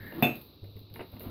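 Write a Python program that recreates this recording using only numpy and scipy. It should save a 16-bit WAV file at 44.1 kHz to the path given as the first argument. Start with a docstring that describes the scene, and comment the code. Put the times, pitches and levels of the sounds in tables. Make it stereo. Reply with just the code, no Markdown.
"""A small room, a wooden table and two microphones. Plastic wrap crackles faintly while things bump and shuffle,
and a glass piece rasps as it slides out, ending in a short groan: filtered noise and a wavering sine.
At 0.22 s the glass is set down hard: decaying modes clink and boom under bursts of noise.
Soft bumps, light knocks, hollow thumps and two faint tings follow, from clicked resonators and dying noise;
the wrap ticks and things shuffle on to the end, over a steady floor of coloured noise."""
import sys
import numpy as np
from scipy import signal
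from scipy.fft import rfft, irfft
from scipy.io import wavfile
from scipy.ndimage import uniform_filter1d

SR = 44100
rng = np.random.default_rng(int(sys.argv[2]) if len(sys.argv) > 2 else 0)


def inscribe(sig):
    """Save sig as 16-bit PCM at rate SR to the path in sys.argv[1].

    A 1-D sig is mono; a 2-D sig holds one channel per row.
    Samples are clipped to [-1, 1] before scaling.
    """
    pcm = np.round(np.clip(np.atleast_2d(sig).T, -1, 1) * 32767)
    wavfile.write(sys.argv[1], SR, pcm.astype(np.int16))


N = 57330
TIME = np.arange(N) / SR
FREQS = np.maximum(np.fft.rfftfreq(2 * N, 1 / SR), 1)
ROOM_T60_S = 0.25

# the glass meets the table and rocks once: (time [s], strength [dB])
CLINKS = [(0.2248, 0.5), (0.2272, -2), (0.2335, -19.5)]
# relative spectrum of the bright crack of a hard contact: (frequency [Hz], level [dB])
CRACK_SPECTRUM = [(4500, -22.5), (7500, -23.5), (9300, -25.5), (10700, -11), (12500, 3.5), (14500, 1),
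                  (15800, -5.5)]
# relative spectrum of a knock on the table: (frequency [Hz], level [dB])
KNOCK_SPECTRUM = [(150, -13), (280, -24), (400, 0), (600, 0), (950, -4.5), (1500, -12.5), (2100, -5.5),
                  (2800, -9), (3400, -38), (5000, -30.5)]


def from_db(db):
    """Decibels to gain."""
    return 10 ** (np.asarray(db) / 20)


def rms_one(x):
    """Scale to unit rms."""
    return x / np.sqrt(np.mean(x ** 2) + 1e-20)


def pan(db):
    """Left and right gains for a level difference; positive is louder on the left."""
    return rms_one(from_db([[db / 2], [-db / 2]]))


def level(rows):
    """Gain over time from (time [s], level [dB]) points."""
    return from_db(np.interp(TIME, *np.transpose(rows)))


def clicks(rows):
    """One impulse for each (time [s], level [dB])."""
    out = np.zeros(N)
    for s, db in rows:
        out[int(s * SR)] += from_db(db)
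    return out


def white():
    """White noise, partly alike at the two microphones."""
    likeness = 0.1  # correlation of left and right
    mid, side = rng.standard_normal((2, N))
    return rms_one(np.sqrt(1 + likeness) * mid + np.sqrt(1 - likeness) * side * [[1], [-1]])


def gains(spectrum):
    """Gain at each of FREQS from (frequency [Hz], level [dB]) points."""
    hz, db = np.transpose(spectrum)
    return from_db(np.interp(np.log(FREQS), np.log(hz), db))


def filtered(x, gain):
    """Causal minimum-phase filter, made through the cepstrum, with the given gain at each of FREQS."""
    cepstrum = irfft(np.log(gain + 1e-6))[:N]
    response = np.exp(2 * rfft(cepstrum, 2 * N) - cepstrum[0])
    return irfft(rfft(x, 2 * N) * response)[..., :N]


def colour(x, spectrum):
    """Give a noise a spectrum that falls away beyond its end points, keeping its power."""
    top_fall = np.sqrt(1 + (FREQS / spectrum[-1][0]) ** 20)
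    bottom_fall = 1 + (spectrum[0][0] / 2 / FREQS) ** 2
    return filtered(x, rms_one(gains(spectrum) / top_fall / bottom_fall))


def lowpass(x, order, hz):
    """Soften a contact by removing what lies above hz."""
    return signal.sosfilt(signal.butter(order, hz, fs=SR, output="sos"), x)


def dying(hits, t60):
    """Envelope whose energy jumps at each hit and dies away by 60 dB in t60 seconds."""
    keep = from_db(-60 / (t60 * SR)) ** 2
    return np.sqrt(signal.lfilter([1], [1, -keep], hits ** 2 + 1e-24))


def ring(hits, hz, t60):
    """A damped resonator: a unit click sets a sine of height 1 ringing."""
    r, w = from_db(-60 / (t60 * SR)), 2 * np.pi * hz / SR
    return signal.lfilter([0, np.sin(w)], [1, -2 * r * np.cos(w), r * r], hits + 1e-18)


def room(x):
    """Diffuse reflections of the small room: convolution with dying noise."""
    tail = white() * from_db(-60 * TIME / ROOM_T60_S)
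    return signal.fftconvolve(x, rms_one(tail) / np.sqrt(N), axes=1)[:, :N]


def set_down():
    """The hard blow rings the glass and the tabletop and adds a boom, a clack and a bright crack."""
    return glass() + tabletop() + blow_noise()


def glass():
    """Glass modes build up and die away; the higher ones flutter more as the piece settles."""
    # modes of the glass: (frequency [Hz], level [dB], t60 [s], left-right [dB], build-up time constant [s])
    glass_modes = [ (2481, -23.5, .25, -1, .001), (2607, -25, .24, 1, .001), (2655, -24.5, .24, 2, .001),
                   (3541, -11.5, .074, 6, .018), (6535, -22, .18, -4, .05), (11850, -34, .24, 6, .002),
                   (12060, -34, .26, 12, .002), (8500, -44, .2, 0, .012), (9450, -52, .21, 12, .004),
                   (9722, -48, .25, 15, .004), (7940, -27, .2, 11, .012), (8231, -37, .17, 5, .012),
                   (2230, -54, 0.098, 11.5, .001), (2728, -37.5, .23, -3, .001),
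                   (2934, -38, 0.13, -6.5, .001), (4294, -39, 0.062, -4, 0.00097),
                   (4950, -50.5, 0.15, 6.5, .001), (5564, -56, 0.36, 8, 0.003), (6120, -44.5, .2, 3, .04),
                   (13900, -36, .18, -6, 0.00096), (14430, -42.5, 0.22, 1.5, 0.0011),
                   (15110, -42, .18, 13.5, .001)]
    flutter_per_octave, flutter_from_hz, flutter_per_s = 0.27, 1400, 350
    hit = clicks(CLINKS[:1])
    age = np.maximum(TIME - CLINKS[0][0], 0)
    direct = 0
    for k, (hz, db, t60, side, build_s) in enumerate(glass_modes):
        chance = np.interp(age * flutter_per_s, np.arange(1000), rng.standard_normal(1000))
        flutter = 1 + flutter_per_octave * np.log2(hz / flutter_from_hz) * chance
        build_up = 1 - np.exp(-age / build_s)
        mode = from_db(db) * build_up * flutter * ring(hit, hz, t60)
        direct = direct + pan(side) * mode * (-1) ** k  # alternating polarity
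    return direct + from_db(-6) * room(direct)


def tabletop():
    """The first contact sets the wooden top's modes ringing, with their reflections."""
    # modes of the tabletop: (frequency [Hz], level [dB], t60 [s], left-right [dB])
    table_modes = [ (140, -25, .33, -5), (242, -14.5, .23, -6), (339.5, -24.5, .28, -3), (717, -22, .18, 5),
                   (1241, -53, .64, 18), (219, -35.5, 0.44, -10), (120.3, -28.5, .33, -14),
                   (445.5, -31.5, 0.17, -1.5), (530.4, -26.5, 0.19, -10.5), (587, -26.5, 0.26, 10.5),
                   (652, -33.5, .24, -5), (876.5, -41.5, 0.35, 6.5)]
    hit = clicks(CLINKS[:1])
    direct = 0
    for k, (hz, db, t60, side) in enumerate(table_modes):
        direct = direct + pan(side) * from_db(db) * ring(hit, hz, t60) * (-1) ** k
    return direct + from_db(-9.5) * room(direct)


def blow_noise():
    """Noise for what is too dense for single modes: a low boom, a short clack and a crack far to the left."""
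    # relative spectrum of the dense ring of table and room: (frequency [Hz], level [dB])
    boom_spectrum = [(50, -35.5), (110, -6.5), (260, 4), (700, -4.5), (950, -13.5), (2000, -16),
                     (2700, -6.5), (3300, -24), (4300, -30.5), (6000, -47.5)]
    boom_db, boom_t60_s, boom_attack_s = -21.5, 0.3, 0.0009
    clack_db, clack_t60_s = -17.5, 0.0068
    crack_db, crack_t60_s = -16, 0.014
    crack_tail_db, crack_tail_t60_s = -30.5, 0.24
    hits, first = clicks(CLINKS), clicks(CLINKS[:1])
    swell = 1 - np.exp(-np.maximum(TIME - CLINKS[0][0], 0) / boom_attack_s)
    boom = from_db(boom_db) * colour(white() * swell * dying(hits, boom_t60_s), boom_spectrum)
    clack = from_db(clack_db) * colour(white() * dying(hits, clack_t60_s), KNOCK_SPECTRUM)
    crack = from_db(crack_db) * dying(first, crack_t60_s)
    crack = crack + from_db(crack_tail_db) * dying(hits, crack_tail_t60_s)
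    return boom + pan(db=-6) * clack + pan(db=24.5) * colour(white() * crack, CRACK_SPECTRUM)


def bumps():
    """Soft contacts sound the table's lowest mode, with a dull noise thud."""
    # soft bumps on the table: (time [s], level [dB])
    bump_times = [(0.004, -37), (0.024, -36), (0.058, -36), (0.14, -42), (0.619, -36.5), (0.628, -32.5),
                  (0.688, -38), (0.755, -31.5), (0.812, -37), (0.91, -34.5), (0.994, -35), (1.136, -34),
                  (1.22, -39), (1.262, -30), (1.283, -31)]
    # relative spectrum of the thud: (frequency [Hz], level [dB])
    thud_spectrum = [(40, -7.5), (90, 8.5), (170, -2), (300, -4.5), (480, -7.5), (800, -21.5), (2000, -43)]
    mode_hz, t60_s, softness_hz, thud_db = 101.5, 0.33, 171, -12.5
    lag_s = 0.0041  # the lowest mode swings out of step on the left
    hits = clicks(bump_times)
    low = ring(lowpass(hits, 2, softness_hz), mode_hz, t60_s)
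    low_pair = np.array([np.interp(TIME - lag_s, TIME, low), low])
    thud = from_db(thud_db) * colour(white() * dying(hits, t60_s), thud_spectrum)
    return pan(db=-8.5) * low_pair + thud


def thumps():
    """Padded contacts ring a few quickly damped modes: short, hollow thumps with faint reflections."""
    # padded contacts: (time [s], level [dB])
    thump_times = [(1.138, -37), (1.262, -38)]
    # their hollow modes: (frequency [Hz], level [dB], t60 [s])
    hollow_modes = [(200, -6, 0.15), (248, -0.5, 0.071), (302, -11, .08)]
    hits = clicks(thump_times)
    hollow = 0
    for k, (hz, db, t60) in enumerate(hollow_modes):
        hollow = hollow + from_db(db) * ring(hits, hz, t60) * (-1) ** k
    direct = pan(db=-12) * hollow
    return direct + from_db(-15) * room(direct)


def knocks():
    """Moved things knock: a click, a short burst of noise with a tail, and a little ring of modes."""
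    # light knocks of things being moved: (time [s], level [dB])
    knock_times = [(0.124, -41), (0.642, -55.5), (0.767, -55.5), (0.9, -62.5), (0.943, -57.5),
                   (0.9595, -41.5), (0.9935, -35), (1.0075, -34.5), (1.13, -55), (1.166, -50.5),
                   (1.206, -44)]
    # modes of the knocked things: (frequency [Hz], level [dB], t60 [s])
    knock_modes = [(369.6, -6.5, 0.18), (454.5, -7, 0.13), (591, -7, 0.04), (907, -14, 0.19),
                   (2820, -17, 0.3)]
    t60_s, tail_db, tail_t60_s = 0.031, -11.5, 0.25
    click_db, softness_hz = 8, 3300
    hits = clicks(knock_times)
    envelope = dying(hits, t60_s) + from_db(tail_db) * dying(hits, tail_t60_s)
    clack = colour(white() * envelope + from_db(click_db) * hits, KNOCK_SPECTRUM)
    push = lowpass(hits, 4, softness_hz)
    modes = sum(from_db(db) * ring(push, hz, t60) for hz, db, t60 in knock_modes)
    return pan(db=3.5) * (clack + modes)


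def tings():
    """A glass touched lightly: one faint, high mode, toward the left."""
    # light touches: (time [s], level [dB])
    ting_times = [(0.958, -54.5), (1.01, -58.5)]
    return pan(db=11) * ring(clicks(ting_times), hz=10460, t60=0.14)


def sliding():
    """Friction of the sliding glass: noise through two narrow resonances."""
    # level of the rasp: (time [s], level [dB])
    slide_level = [(0, -49), (0.04, -49), (0.075, -44.5), (0.125, -48), (0.16, -50.5), (0.22, -61),
                   (0.25, -91)]
    # its resonances: (frequency [Hz], width [Hz], relative level [dB])
    resonances = [(1775, 236, 0), (2036, 170, -7)]
    friction = white()
    rasp = 0
    for hz, width, db in resonances:
        band = signal.butter(2, [hz - width / 2, hz + width / 2], "band", fs=SR, output="sos")
        rasp = rasp + from_db(db) * rms_one(signal.sosfilt(band, friction))
    return pan(db=1.5) * level(slide_level) * rasp


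def groan():
    """The slide ends in a short stick-slip groan: a sine of wavering pitch, swelling and fading."""
    centre_s, width_s, pitch_hz, peak_db = 0.189, 0.026, 332, -34
    waver_depth = 0.039  # rms share of the pitch
    waver = rms_one(uniform_filter1d(rng.standard_normal(N), size=600))
    slips = np.sin(2 * np.pi * np.cumsum(pitch_hz * (1 + waver_depth * waver)) / SR)
    return from_db(peak_db) * np.exp(-((TIME - centre_s) / width_s) ** 2) * slips


def shuffling():
    """Things shuffle over the table: dull friction noise that swells and sinks."""
    # level of the shuffling: (time [s], relative level [dB])
    shuffle_level = [(0, -53.5), (0.035, -44.5), (0.1, -49), (0.165, -40), (0.22, -37), (0.4, -51.5),
                     (0.58, -60), (0.9, -63.5), (1.0, -42), (1.1, -56), (1.145, -47), (1.19, -50),
                     (1.26, -39.5), (1.3, -43)]
    # its relative spectrum: (frequency [Hz], level [dB])
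    shuffle_spectrum = [(71, -9), (120, -4.5), (266, -3.5), (563, -13), (769, -18.5), (1370, -22),
                        (1680, -30.5), (3830, -29.5), (5000, -38), (6500, -80), (11000, -120)]
    return pan(db=2.0) * level(shuffle_level) * colour(white(), shuffle_spectrum)


def wrap():
    """Plastic wrap: dense random grains make a fine crackle, and single noise bursts louder ticks."""
    # ticks of the wrap: (time [s], relative level [dB], left-right [dB])
    ticks = [(0.069, -40, 15), (0.149, -46, 17), (0.188, -72, 3), (0.3553, -34, 15), (0.4146, -38.5, 13),
             (0.642, -46.5, 5), (0.753, -64, 5.5), (0.766, -45.5, 11), (0.792, -44, 8), (0.9, -52, -3),
             (0.94, -36, 19), (0.957, -46, 9), (1.118, -45, 15), (1.178, -65, 12), (1.196, -37.5, 27)]
    # level of the fine crackle: (time [s], relative level [dB])
    crackle_level = [(0, -53.5), (0.1, -51.5), (0.21, -46), (0.36, -51.5), (0.44, -55.5), (0.52, -61.5),
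                     (0.62, -68.5), (0.66, -69), (0.73, -64.5), (0.8, -69), (0.91, -72), (0.94, -62.5),
                     (1.05, -61.5), (1.19, -57), (1.21, -44), (1.29, -51.5)]
    # relative spectrum of the lower, drier part of each tick: (frequency [Hz], level [dB])
    snap_spectrum = [(1200, -14.5), (2400, -11.5), (4000, 6.5), (5500, -10.5)]
    crackles_per_s, spread_db, crackle_db = 1200, 1, -1
    tick_t60_s, tail_db, snap_db = 0.0053, -15.5, -5.5
    strength_db = spread_db * np.minimum(rng.exponential(1, N), 5)
    grains = (rng.random(N) < crackles_per_s / SR) * from_db(strength_db)
    crackle = rms_one(dying(grains, t60=0.011)) * level(crackle_level)
    crackle = pan(db=10.5) * from_db(crackle_db) * crackle
    hits = sum(pan(side) * clicks([(s, db)]) for s, db, side in ticks)
    tick = dying(hits, tick_t60_s) + from_db(tail_db) * dying(hits, ROOM_T60_S)
    bright = colour(white() * (crackle + tick), CRACK_SPECTRUM)
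    return bright + from_db(snap_db) * colour(white() * tick, snap_spectrum)


def room_floor():
    """Steady room hum and hiss, as coloured noise."""
    # relative spectrum of the room: (frequency [Hz], level [dB])
    floor_spectrum = [(25, -22), (60, -1.5), (102, 2.5), (200, -18), (300, -4.5), (500, -17), (800, -28.5),
                      (1250, -26.5), (1700, -54), (2300, -29), (2780, -25.5), (3200, -27.5), (3900, -11.5),
                      (4700, -23), (5400, -32), (7000, -36), (10000, -63)]
    return from_db(-53.5) * colour(white(), floor_spectrum)


def scene():
    """All the handling at the table over the room's floor."""
    contacts = set_down() + bumps() + thumps() + knocks() + tings()
    friction = sliding() + groan() + shuffling()
    return contacts + friction + wrap() + room_floor()


def record(dry):
    """The microphone colours the treble and the top is cut steeply."""
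    # a dip in the microphone's treble: (frequency [Hz], level [dB])
    treble_dip = [(4800, -1), (5700, -6.5), (6300, -13.5), (7500, -25.5), (8700, -14), (9500, -6.5),
                  (10300, -4)]
    cutoff_hz = 15700
    steep = signal.ellip(10, .1, 80, cutoff_hz, fs=SR, output="sos")
    return signal.sosfilt(steep, filtered(dry, gains(treble_dip)))


dry = scene()
out = record(dry)
inscribe(out)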